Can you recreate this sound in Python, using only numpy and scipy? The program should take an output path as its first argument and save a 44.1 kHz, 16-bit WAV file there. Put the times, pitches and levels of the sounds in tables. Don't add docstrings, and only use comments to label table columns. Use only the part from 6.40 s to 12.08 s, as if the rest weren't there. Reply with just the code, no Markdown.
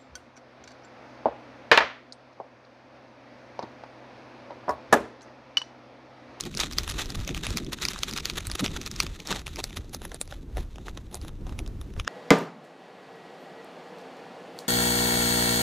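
import sys
import numpy as np
from scipy import signal
from scipy.fft import rfft, irfft, next_fast_len
from scipy.io import wavfile
from scipy.ndimage import uniform_filter1d

SR = 44100
rng = np.random.default_rng(int(sys.argv[2]) if len(sys.argv) > 2 else 0)


def digitize_waveform(pressure):
    field = np.atleast_2d(pressure).T
    bounded = np.clip(field, -1, 1)
    quanta = np.round(bounded * 32767).astype(np.int16)
    wavfile.write(sys.argv[1], SR, quanta)


def voltage_ratio(level):
    return 10 ** (np.asarray(level, float) / 20)


N = 250488


def resonances(hz, modes):
    total = 0
    for k, (mode_hz, width_hz, db) in enumerate(modes):
        damping = 1j * hz * width_hz
        total = total + (-1) ** k * voltage_ratio(db) * damping / (mode_hz ** 2 - hz ** 2 + damping)
    return total


def ring(x, modes):
    size = next_fast_len(len(x))
    hz = np.arange(size // 2 + 1) * SR / size
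    y = irfft(rfft(x, size) * resonances(hz, modes), size)[:len(x)]
    return y / np.sqrt(np.mean(y ** 2))


def colour(x, points):
    size = next_fast_len(len(x))
    bins_hz = np.arange(size // 2 + 1) * SR / size
    hz, db = np.transpose(points)
    gain = voltage_ratio(np.interp(np.log(bins_hz + 1), np.log(hz), db))
    return irfft(rfft(x, size) * gain, size)[:len(x)]


def curves(table):
    seconds, *columns = np.transpose(table)
    return [np.interp(np.arange(N) / SR, seconds, column) for column in columns]


def walk(rate_hz):
    hold = int(SR / rate_hz)
    steps = np.repeat(rng.standard_normal(N // hold + 1), hold)
    return 1.56 * uniform_filter1d(uniform_filter1d(steps, hold), hold)[:N]


# frequency in Hz, level in dB.
AIR_TILT = [(300, 19), (700, -7.5), (1500, -9), (3000, -63), (6000, -9), (12000, -62), (16000, -38)]


def air():
    hush = colour(rng.standard_normal(N), [(100, -25), *AIR_TILT])
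    return voltage_ratio(-63.5) * hush / hush.std()


# time in seconds, level in dB.
BREEZE_LEVEL = [
    (0, -94),
    (4.2, -97),
    (4.7, -66.5),
    (5.2, -55),
    (5.68, -53.5),
]


def breeze():
    level_db, = curves(BREEZE_LEVEL)
    gusts = level_db + 3.6 * walk(6)
    return voltage_ratio(gusts) * ring(rng.standard_normal(N), [(40, 24, 0)])


# time in seconds, rumble in dB, flutter in dB.
FLAME_LEVELS = [(0.0, -50.5, -43.5), (0.25, -41, -40.5), (0.33, -42, -46.5), (0.4, -29, -40.5),
                (0.44, -37.5, -43), (0.74, -39, -41), (0.79, -25.5, -39), (0.84, -36, -45), (0.9, -43, -32),
                (0.96, -32.5, -42), (1.03, -45, -39.5), (1.11, -26.5, -32.5), (1.14, -38.5, -36),
                (1.41, -44.5, -42.5), (1.9, -45, -42.5), (1.94, -39.5, -42.5), (2.06, -39.5, -44),
                (2.09, -33, -37.5), (2.18, -44, -54), (2.23, -46, -27), (2.31, -30, -44.5),
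                (2.42, -43, -43), (2.59, -40, -47.5), (2.64, -39.5, -35.5), (2.7, -34, -47),
                (2.83, -57, -52), (2.93, -37.5, -36), (2.97, -41, -46), (3.26, -43, -47.5),
                (3.34, -41.5, -50), (3.39, -36, -42.5), (3.42, -40, -49.5), (3.54, -41.5, -44),
                (3.78, -46.5, -48.5), (3.81, -59, -39.5), (3.84, -44, -55.5), (3.99, -38, -46),
                (4.02, -43, -46.5), (4.14, -37, -52), (4.18, -29.5, -46.5), (4.29, -40.5, -56),
                (4.37, -41.5, -44.5), (4.78, -40.5, -52), (4.82, -35, -44), (4.97, -41.5, -42.5),
                (5.13, -31.5, -44), (5.14, -35, -44), (5.51, -37.5, -44), (5.54, -45, -45),
                (5.58, -27, -51), (5.68, -55, -46)]


def flame():
    rumble_db, flutter_db = curves(FLAME_LEVELS)
    rumble = ring(rng.standard_normal(N), [(33.5, 41.5, 2), (81, 82.7, -2)])
    puffs = ring(rng.standard_normal(N), [(231, 1170, 0)])
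    flutter = ring(puffs, [(157, 86, 0.5), (345, 168, -4.5)])
    return voltage_ratio(rumble_db + 1) * rumble + voltage_ratio(flutter_db - 1.5 + 2.6 * walk(40)) * flutter


# frequency in Hz, width in Hz, level in dB.
HOUSING_MODES = [(1234, 346, -1), (1990, 416, -1.5), (2500, 395, -2), (3750, 800, 2), (4910, 2960, -4),
                 (6415, 2200, -3)]
# frequency in Hz, width in Hz, level in dB.
FIZZ_MODES = [(8060, 4500, -22.5), (10300, 780, 13.5), (13400, 1400, -23.5)]
# time in seconds, level in dB, fizz in dB.
SIZZLE_LEVELS = [(0.0, -44.5, -71), (0.14, -49, -68), (0.27, -47.5, -68), (0.38, -45.5, -53.5),
                 (0.74, -43, -49), (1.27, -47.5, -63), (1.44, -43.5, -58), (1.63, -43.5, -60),
                 (1.99, -45, -57), (2.53, -44.5, -59), (2.69, -46.5, -60), (2.94, -63, -71),
                 (3.11, -52, -57), (3.31, -55, -58), (3.57, -63, -78), (3.76, -62.5, -56.5),
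                 (3.95, -67, -70), (4.21, -72.5, -75), (4.32, -60, -72), (4.81, -70, -86),
                 (5.54, -66.5, -83), (5.68, -67, -71)]
# start in seconds, length in seconds, level in dB,
# woody body minus level in dB, fizz minus level in dB.
STEAM_SPURTS = [(0.05, 0.035, -46.5, 4.5, -26), (0.177, 0.09, -24.5, -13, -41), (0.32, 0.017, -43, -9, -20),
                (0.369, 0.024, -31.5, -19.5, -32), (0.48, 0.036, -26, -12, -9),
                (0.563, 0.067, -31, -7.5, -34), (0.65, 0.0073, -48, -3, -15),
                (0.704, 0.01, -40.5, -0.5, -12), (0.872, 0.032, -34, -18, -25),
                (1.054, 0.075, -29, -12, -29), (1.164, 0.023, -30, -14, -30), (1.322, 0.02, -38.5, -7, -10),
                (1.41, 0.054, -31, -19, -22), (1.493, 0.026, -33, -19, -10), (1.617, 0.02, -35, -9, -20),
                (1.684, 0.02, -33, -12, -13), (1.758, 0.042, -34, -15, -18), (1.846, 0.0082, -28, -6, -18),
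                (1.842, 0.044, -33.5, -11, -24), (1.961, 0.024, -31.5, -7, -13),
                (2.094, 0.032, -43, -20, -8), (2.149, 0.011, -43, -2, -3), (2.205, 0.07, -29, -7, -28),
                (2.354, 0.025, -42, -7, -11), (2.41, 0.023, -47, -4, -16), (2.462, 0.018, -29.5, -11, -18),
                (2.592, 0.061, -31, -18, -23), (2.785, 0.033, -55, 6, -18), (2.866, 0.1, -29, -2, -35),
                (2.993, 0.039, -41, -3, -17), (3.067, 0.029, -35.5, -10, -17),
                (3.178, 0.034, -38.5, 3.5, -26), (3.228, 0.056, -44, -2, -8), (3.306, 0.038, -53, -7, -10),
                (3.362, 0.025, -37, -6, -8), (3.531, 0.049, -38.5, -6, -2), (3.605, 0.071, -44, -6, -2),
                (3.707, 0.07, -49, -1, -11), (3.809, 0.048, -47.5, -3, -4), (3.888, 0.071, -44, -6, -11),
                (4.162, 0.086, -43, -2.5, -12), (4.447, 0.068, -49, 4, -16), (4.558, 0.053, -50, 7, -19),
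                (4.722, 0.059, -46.5, 6, -2), (4.81, 0.087, -46, -1, -8), (5.07, 0.06, -56, 15, -10),
                (5.184, 0.025, -56, 11, -3), (5.598, 0.038, -55, 5, -1)]


def sizzle():
    level_db, fizz_db = curves(SIZZLE_LEVELS)
    mid, body, fizz = voltage_ratio(level_db - 1.0), voltage_ratio(level_db - 9), voltage_ratio(fizz_db - 16.5)
    t = np.arange(N) / SR
    for start, length, spurt_db, body_db, spurt_fizz_db in STEAM_SPURTS:
        near = slice(max(int((start - length) * SR), 0), int((start + 2 * length) * SR))
        from_middle = np.abs(2 * (t[near] - start) / length - 1)
        swell = voltage_ratio(spurt_db - 6.5) * np.exp(-from_middle ** 2.2)
        mid[near] += swell
        body[near] += voltage_ratio(body_db) * swell
        fizz[near] += voltage_ratio(spurt_fizz_db) * swell

    size_db = 3.0 * np.minimum(rng.exponential(size=N), 5)
    cracking = rng.random(N) < 0.04
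    cracks = cracking * rng.standard_normal(N) * voltage_ratio(size_db)
    hiss = 0.75 * rng.standard_normal(N)
    steam = (cracks / cracks.std() + hiss) * voltage_ratio(4.13 * walk(110))
    woody = ring(steam, [(365, 89, -5), (830, 220, -9.5)])
    return mid * ring(steam, HOUSING_MODES) + fizz * ring(steam, FIZZ_MODES) + body * woody


# time in seconds, crack peak in dB, crack pitch in Hz,
# thud minus crack in dB, fizz minus crack in dB.
WOOD_POPS = [(0.0085, -14.5, 4610, -25, -10), (0.0377, -25, 2930, -17, -32), (0.0534, -27, 4050, -19, -22),
             (0.1422, -28, 2630, -21, -20), (0.1502, -22, 5000, -13, -15), (0.1731, -13.5, 4800, -19, -22),
             (0.1832, -23, 6160, -27, -18), (0.1928, -20, 1290, -3, -14), (0.202, -10, 3620, -30, -21),
             (0.235, -14, 1940, -4.5, -36), (0.3253, -24, 4970, -15, -20), (0.3336, -23.5, 4010, -25, -25),
             (0.3848, -4, 3670, -23, -26), (0.434, -25.5, 3440, -20, -19), (0.478, -19.5, 1120, -20, -6),
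             (0.4995, -18.5, 4690, -22, -8), (0.521, -23.5, 3450, -14, -15), (0.6028, -21, 2630, -18, -23),
             (0.6585, -24.5, 4350, -10, -19), (0.7034, -20, 4910, -14, -21), (0.7555, -27, 4350, -21, -9),
             (0.8022, -29, 3630, -26, -28), (0.8489, -27, 3750, -19, -25), (0.877, -18, 2630, -13, -35),
             (0.892, -16, 2020, -5.5, -28), (0.909, -29, 2670, -22, -24), (0.947, -19.5, 3500, -26, -19),
             (0.9766, -21, 3300, -27, -32), (1.0677, -12.5, 2260, -11, -11), (1.1054, -22.5, 4500, -7, -16),
             (1.1723, -9.5, 4550, -33, -41), (1.2472, -32, 4520, -15, -14), (1.2656, -31, 2450, -18, -22),
             (1.3322, -23, 4650, -19, -13), (1.3868, -28.5, 1210, -19, -22),
             (1.4226, -16.5, 3330, -26, -25), (1.4367, -20, 3500, -24.5, -22),
             (1.4523, -9.5, 4700, -27, -21), (1.4856, -11, 3560, -31, -17), (1.5057, -29, 3450, -22, -8),
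             (1.5344, -23, 3440, -13.5, -17), (1.561, -24.5, 1160, -25, -25), (1.5896, -23, 4610, -10, -14),
             (1.6337, -10, 3660, -20, -26), (1.7117, -23, 4520, -26, -18), (1.7363, -20, 4440, -21, -22),
             (1.764, -27, 3600, -15, -18), (1.7764, -17, 3900, -21, -24), (1.785, -16.5, 1250, -25, -25),
             (1.7997, -29, 4520, -22, -15), (1.8054, -25, 3450, -22, -25), (1.8558, -10, 3970, -20.5, -32),
             (1.8992, -14, 3770, -21, -29), (1.9362, -31, 3430, -24, -18), (1.976, -26, 1250, -17, -13),
             (2.0064, -26, 3250, -13, -13), (2.0699, -17, 8660, -28, -10), (2.0996, -24, 1250, -22, -15),
             (2.1154, -16.5, 3600, -28, -8), (2.1212, -29, 3700, -17, -10), (2.1538, -22, 3660, -26, -11),
             (2.2078, -22, 1200, -17, -4), (2.262, -11.5, 2580, -12, -29), (2.28, -24, 2580, -29, -26),
             (2.3647, -18.5, 1310, -21, -18), (2.4152, -22, 3800, -19, -26),
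             (2.4624, -17.5, 6100, -25, -24), (2.5143, -23.5, 5100, -21, -25),
             (2.5626, -22, 4500, -16, -23), (2.6028, -5.5, 3700, -32, -22), (2.6258, -26.5, 3700, -24, -22),
             (2.633, -21, 6900, -7, -23), (2.6662, -19.5, 2800, -18, -32), (2.8023, -24.5, 3560, -22, -26),
             (2.873, -18, 5000, -25, -20), (2.8868, -25.5, 1290, -21, -18), (2.92, -18, 1890, -11, -29),
             (2.9265, -15, 1280, -16, -29), (2.9936, -29, 3750, -8, -18), (3.0172, -36, 1250, -15, -8),
             (3.068, -20.5, 3450, -16, -13), (3.0793, -25.5, 1340, -11, -9), (3.1595, -22, 3800, -21, -22),
             (3.1693, -29, 2370, -22, -23), (3.1904, -42, 1940, 6, -21), (3.2014, -28, 2330, -17, -21),
             (3.2409, -13, 5900, -13, -22), (3.307, -32.5, 2200, -2, -14), (3.3294, -31.5, 1680, -17, -18),
             (3.3706, -20.5, 3500, -9, -15), (3.4073, -46, 1550, -15, -19), (3.4452, -43, 4610, 2, -18),
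             (3.4951, -40.5, 4870, -8, -12), (3.5471, -19.5, 5900, -6, -16), (3.6185, -32, 1540, 4, -8),
             (3.6522, -26, 1380, -2, 1), (3.718, -30, 1110, 2, -13), (3.745, -22, 7800, -7, -8),
             (3.8137, -12, 8300, -13, -5), (3.8766, -36, 3900, -3, -9), (3.9252, -29.5, 1420, 3.5, -25),
             (4.171, -29.5, 1120, 7.5, -5), (4.1815, -34, 1650, 11.5, -14), (4.3587, -34.5, 3340, -4, -18),
             (4.3835, -35.5, 1120, 5, -19), (4.4832, -25.5, 1120, 1, -20), (4.5746, -28, 1110, -5, -16),
             (4.714, -43, 1120, -7, -5), (4.7444, -18.5, 6200, -9, -4), (4.7538, -20, 9220, -12, -5),
             (4.815, -33, 3550, -13, -11), (4.849, -35, 1120, 3, -10), (4.8917, -35.5, 1120, -12, -18),
             (5.0679, -33, 1110, -1.5, -20), (5.0939, -32.5, 1120, -11, -15), (5.1248, -36, 1160, -8, -22),
             (5.1908, -21.5, 2140, -10, -9), (5.263, -34, 1590, -14, -14), (5.277, -33, 6400, -3, -18),
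             (5.414, -31, 1200, -12, -4), (5.504, -46, 1210, -4, -15), (5.5384, -37.5, 1380, -14, -14),
             (5.565, -40, 1120, 4, -22.5), (5.5985, -15, 2130, -21, -20), (5.6486, -34, 1630, -10, -30),
             (5.6776, -9, 1510, -17, -30)]


def pops():
    tear_s, lead_s, tail_s = 0.00036, 0.005, 0.0081
    lead_db, tail_db, broad_db = -22, -20, -4
    span = 2048
    half = span // 2
    hz = np.arange(half + 1) * SR / span
    t = (np.arange(span) - half) / SR
    creak = voltage_ratio(lead_db) * np.exp(-abs(t / lead_s))
    scatter = voltage_ratio(tail_db) * np.exp(-abs(t / tail_s))
    shape = np.exp(-abs(t / tear_s)) + np.where(t < 0, creak, scatter)

    housing = voltage_ratio(broad_db) * resonances(hz, HOUSING_MODES)
    fizz = resonances(hz, FIZZ_MODES)
    thud = resonances(hz, [(570, 670, 0)]) ** 2
    out = np.zeros(N + span)
    for seconds, db, pitch_hz, thud_db, fizz_db in WOOD_POPS:
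        tear = rfft(rng.standard_normal(span) * shape)
        crack = resonances(hz, [(pitch_hz, 0.45 * pitch_hz, 0)]) + housing
        at = int(seconds * SR)
        for response, part_db in [(crack, 0), (thud, thud_db - 1.5), (fizz, fizz_db)]:
            part = irfft(tear * response)
            out[at:at + span] += voltage_ratio(db + part_db) * part / np.abs(part).max()
    return out[half:][:N]


def scene():
    mid = air() + flame() + sizzle() + pops()
    gusts = breeze()
    return np.array([mid + gusts, mid - gusts])


# frequency in Hz, side minus mid in dB.
PORT_DIFFERENCE = [(1000, -39), (4000, -17.5), (9000, -13.5), (10500, -14.5), (11500, -2), (16000, -4.5)]


def port_difference(dry):
    side = colour(dry.mean(axis=0), PORT_DIFFERENCE)
    scatter = rng.standard_normal(64) * np.exp(-np.arange(64) / 16) / 3
    side = 0.49 * side + 0.76 * signal.fftconvolve(side, scatter)[:N]
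    top = colour(side, [(10500, -80), (11200, 0)])
    open_frames = rng.random(N // 1024 + 1) < 0.45
    kept = uniform_filter1d(np.repeat(open_frames, 1024)[:N] * 1.0, 256)
    return top + kept * (side - top)


def roll_off(x):
    return signal.sosfilt(signal.butter(12, 16540, fs=SR, output="sos"), x)


def record(dry):
    low_pass = signal.cheby1(8, 1, 15150, fs=SR, output="sos")
    dry = signal.sosfilt(low_pass, dry)
    side = port_difference(dry)
    return roll_off(dry + np.array([-side, side]))


dry = scene()
out = record(dry)
digitize_waveform(out)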